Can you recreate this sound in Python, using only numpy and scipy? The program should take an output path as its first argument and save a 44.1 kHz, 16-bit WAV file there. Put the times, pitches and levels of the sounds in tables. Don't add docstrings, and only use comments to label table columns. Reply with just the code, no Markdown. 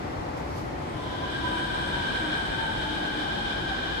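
import sys
import numpy as np
from scipy import signal
from scipy.fft import rfft, irfft
from scipy.io import wavfile

SR = 44100
rng = np.random.default_rng(int(sys.argv[2]) if len(sys.argv) > 2 else 0)


def put_to_file(sound):
    columns = np.atleast_2d(sound).T
    safe = np.clip(columns, -1, 1)
    whole_steps = np.round(safe * 32767)
    wavfile.write(sys.argv[1], SR, whole_steps.astype(np.int16))


N = 176400
T, HZ = np.arange(N) / SR, np.fft.rfftfreq(N, 1 / SR)

# t/s, gain/dB
EXPOSURE = [(0, -19.5), (.72, -22), (.92, -12.5), (1.12, -4.5), (1.5, -2.5), (2.1, 0), (2.6, -2), (3.3, 0),
            (4, -0.6)]
# f/Hz, lead/s
LEFT_LEAD = [(60, .0004), (130, .0001), (370, 0), (460, .00047), (580, .0007), (800, .00053),
             (1100, .00047), (1500, .0004), (2700, .00046), (8500, .00044)]


def amp(db):
    return 10 ** (np.asarray(db) / 20)


def unit(x):
    return x / np.sqrt(np.mean(abs(x) ** 2) + 1e-30)


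def curve(rows, column=1):
    rows = np.array(rows)
    return np.interp(T, rows[:, 0], rows[:, column])


def at_hz(rows, hz):
    f, value = np.transpose(rows)
    return np.interp(np.log(hz + 1), np.log(f + 1), value)


def colour(rows):
    return amp(at_hz(rows, HZ))


def peak(hz, width_hz):
    return 1 / (1 + (2 * (HZ - hz) / width_hz) ** 2)


def waver(rate_hz):
    spectrum = rfft(rng.standard_normal(N)) * (HZ > 0)
    return unit(irfft(spectrum / (1 + (HZ / rate_hz) ** 4), N))


def burst(start_s, rise_s, fall_s):
    age = T - start_s
    return np.clip(age / rise_s, 0, 1) ** 2 * np.exp(-np.maximum(age - rise_s, 0) / fall_s)


def hall_noise(shape):
    # f/Hz, coherence/0-1
    coherence = [(90, .95), (150, .9), (200, .68), (260, .57), (330, .65), (460, .46), (580, .55),
                 (730, .17), (1100, .45), (1550, .2), (4500, .1), (7000, .2), (9000, .35), (15000, .2)]
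    # f/Hz, level/dB
    balance = [(60, 1.5), (130, 0.5), (290, 1.5), (640, 4), (1410, 1), (3100, 2.0), (6820, 2),
               (15000, -1.5)]
    left, diffuse = rfft(rng.standard_normal((2, N))) * shape
    alike = np.clip(at_hz(coherence, HZ), 0, .99)
    lag = np.exp(-2j * np.pi * HZ * at_hz(LEFT_LEAD, HZ))
    right = (alike * left + np.sqrt(1 - alike ** 2) * diffuse) * lag
    lean = np.sqrt(colour(balance))
    mid_gain = np.sqrt((1 + alike * lag.real) / 2)
    return irfft([left * lean / mid_gain, right / lean / mid_gain], N) / np.std(irfft(left, N))


def ring(modes):
    return sum(amp(db) * hall_noise(peak(hz, width_hz)) for hz, width_hz, db in modes)


def tone(hz, width_hz, direct):
    scatter = np.array([unit(waver(width_hz / 2) + 1j * waver(width_hz / 2)) for _ in range(2)])
    envelope = np.sqrt(direct) + np.sqrt(1 - direct) * scatter
    left_turns = np.cumsum(hz * np.ones(N)) / SR + rng.random()
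    turns = np.array([left_turns, left_turns - hz * at_hz(LEFT_LEAD, hz)])
    return np.sqrt(2) * (envelope * np.exp(2j * np.pi * turns)).real


def station_fizz():
    # f/Hz, relative density/dB
    spectrum = [(7000, -13), (8500, -26), (9600, 0), (11000, 11), (12000, -0.5), (13500, -5.5), (15500, -3)]
    return amp(-69.5) * hall_noise(colour(spectrum))


def air_puffs():
    # t/s, level/dB, rise/s, fall/s
    puffs = [(.355, -57, 0.019, 0.051), (.45, -61, 0.057, 0.088), (.52, -55.5, 0.058, 0.052)]
    # f/Hz, relative density/dB
    spectrum = [(2000, -18), (4500, 14), (6800, 7), (9000, -2), (11500, 5), (15500, -14)]
    envelope = sum(amp(db) * burst(start_s, rise_s, fall_s) for start_s, db, rise_s, fall_s in puffs)
    return envelope * hall_noise(colour(spectrum))


def inverter():
    # f/Hz, relative level/dB
    harmonics = [(2880, -74), (3117, -73), (3241, -71), (3601, -73), (4081, -73), (4317, -71), (4678, -75),
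                 (4802, -76), (5281, -78)]
    return amp(-2.5) * sum(amp(db) * tone(hz, width_hz=5.3, direct=0.62) for hz, db in harmonics)


def car_body():
    # f/Hz, width/Hz, level/dB
    modes = [(76, 35, -48), (747, 43, -50.5), (863, 79, -50.5)]
    tail_s = 0.93
    return ring(modes) / np.hypot(1, (T / tail_s) ** 4)


def girder_hum():
    # centre t/s, f/Hz, level/dB, Gaussian sigma/s
    surges = [(0.214, 315, -42.5, 0.024), (0.646, 308, -42.5, 0.06), (0.963, 305, -42, 0.031),
              (1.52, 321, -38.5, 0.13), (2.291, 306, -38, 0.045), (2.97, 303.3, -40, 0.12),
              (3.193, 305.6, -37, 0.029), (3.655, 320, -43, 0.092), (3.87, 320.7, -38.5, 0.03)]
    width_hz = 130
    hum = amp(-48.5) * tone(hz=311.2, width_hz=width_hz, direct=0)
    for centre_s, hz, db, sigma_s in surges:
        swell = np.exp(-((T - centre_s) / sigma_s) ** 2 / 2)
        hum += amp(db) * swell * tone(hz, width_hz, direct=0.73)
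    return hum


def girder_roar():
    # f/Hz, relative density/dB
    spectrum = [(20, -30), (35, 0), (55, 5), (95, -22), (140, -3.5), (220, -1.5), (300, -4.5), (420, -7),
                (560, -13), (750, -5), (1100, -11), (1500, -20), (3000, -64)]
    # f/Hz, width/Hz, level/dB
    wall_modes = [(355, 48, -51), (565, 5.7, -64.5)]
    return hall_noise(colour(spectrum)) * amp(-38.5 + curve(EXPOSURE)) + ring(wall_modes)


def gear_whine():
    # t/s, f/Hz, level/dB
    mesh = [(.8, 1020, -54), (1.04, 1018, -41.5), (1.13, 991, -45), (1.24, 1007, -38.5), (1.35, 1003, -49),
            (1.44, 992, -36), (1.85, 975, -39.5), (2.02, 940, -40.5), (2.1, 958, -43.5), (2.48, 914, -41),
            (2.62, 898, -34), (3.0, 855, -42), (3.38, 817, -37.5), (3.55, 804, -46), (3.7, 784, -41),
            (4, 747, -55)]
    return tone(curve(mesh), width_hz=42, direct=0.2) * amp(curve(mesh, column=2))


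def tyre_bumps():
    # t/s, level/dB, f/Hz
    bumps = [(0.17, -33.5, 87), (0.562, -34, 88), (0.94, -34, 143), (1.222, -34, 79.7), (1.409, -37, 78.5),
             (2.001, -36, 78), (2.48, -33, 54.3), (2.748, -33, 59.5), (3.24, -34, 61)]
    rise_s = 0.015
    thuds = np.zeros((2, N))
    for start_s, db, hz in bumps:
        sine = np.sqrt(2) * np.sin(2 * np.pi * hz * (T - start_s))
        knock = amp(-4) * burst(start_s, rise_s, fall_s=0.014) * sine
        tail = burst(start_s, rise_s, fall_s=0.021) * hall_noise(peak(hz, width_hz=60))
        thuds += amp(db) * (knock + tail)
    return thuds


def tyre_rumble():
    # f/Hz, relative density/dB
    spectrum = [(18, -48), (30, -12), (76, 0), (104, -2), (146, -2), (195, -6.5), (245, -5), (311, -4),
                (367, -8.5), (433, -9), (800, -12.5), (859, -13.5), (944, -16), (1220, -17), (1550, -20.5),
                (2060, -20), (3380, -35), (4180, -32.5), (5050, -36), (7040, -41), (8500, -45),
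                (11000, -95), (18700, -120)]
    # t/s, gain/dB
    easing = [(0, 1), (1.3, 0), (1.8, -0.5), (2.5, -0.5), (3.2, -1.5), (4, -2.5)]
    return hall_noise(colour(spectrum)) * amp(-36 + curve(easing) + 0.17 * waver(rate_hz=10))


def collector_shoes():
    # f/Hz, relative density/dB
    rub_spectrum = [(900, -5), (1300, -8), (1850, -8.5), (2150, -5), (2750, -8.5), (3000, 5.5), (3500, 4.5),
                    (4200, -5.5), (4380, -6.5), (5100, -8), (5800, -14.5), (6600, -19), (7700, -18.5),
                    (9800, -27), (11500, -28.5), (15000, -57)]
    # f/Hz, width/Hz, level/dB
    rail_modes = [(1574, 190, -38), (1554.5, 44, -43), (1594, 30, -43.5), (1885, 45, -58),
                  (2386, 170, -49.5), (3125, 240, -45.5), (3640, 83, -53), (3840, 130, -52.5),
                  (4150, 87, -54.5), (5100, 64, -72)]
    # t/s, gain/dB
    rail_swell = [(0, -33), (.75, -25), (1.02, -21), (1.15, -9), (1.42, -5.5), (1.55, -2.5), (1.85, -1.5),
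                  (2.38, 0.5), (2.48, -1.5), (2.62, 1.5), (2.78, -3), (3.0, -1), (3.35, -2), (3.52, -2),
                  (3.62, -2), (3.75, -1), (4, -2)]
    # f/Hz, width/Hz, relative level/dB
    sizzle_bands = [(8300, 960, -2), (8640, 7200, -7.5)]
    # t/s, level/dB
    sizzle_swell = [(0, -93), (.72, -80), (.95, -65), (1.17, -73), (1.55, -59), (1.85, -59.5), (2.7, -60.5),
                    (3.5, -68), (4, -86)]
    rub_flutter_db, rail_flutter_db, sizzle_flutter_db = 0.74, 0.8, 1.6
    pitch_wander = 0.004054
    pressure = waver(rate_hz=14)
    rub = hall_noise(colour(rub_spectrum)) * amp(-41.5 + curve(EXPOSURE) + rub_flutter_db * pressure)
    warped_s = T + pitch_wander * np.cumsum(waver(rate_hz=9.4)) / SR
    rail = np.array([np.interp(warped_s, T, ear) for ear in ring(rail_modes)])
    rail *= amp(curve(rail_swell) + rail_flutter_db * pressure)
    sizzle = ring(sizzle_bands) * amp(curve(sizzle_swell) + sizzle_flutter_db * waver(rate_hz=18))
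    return rub + rail + sizzle


def scene():
    background = station_fizz() + air_puffs() + inverter()
    structure = car_body() + girder_hum() + girder_roar()
    return background + structure + gear_whine() + tyre_bumps() + tyre_rumble() + collector_shoes()


def record(dry):
    low_hz, high_hz = 27, 15600
    highpass = signal.butter(4, low_hz, "highpass", fs=SR, output="sos")
    lowpass = signal.firwin(511, high_hz, window=("kaiser", 9), fs=SR)
    return signal.oaconvolve(signal.sosfilt(highpass, dry), lowpass[None], "same")


dry = scene()
out = record(dry)
put_to_file(out)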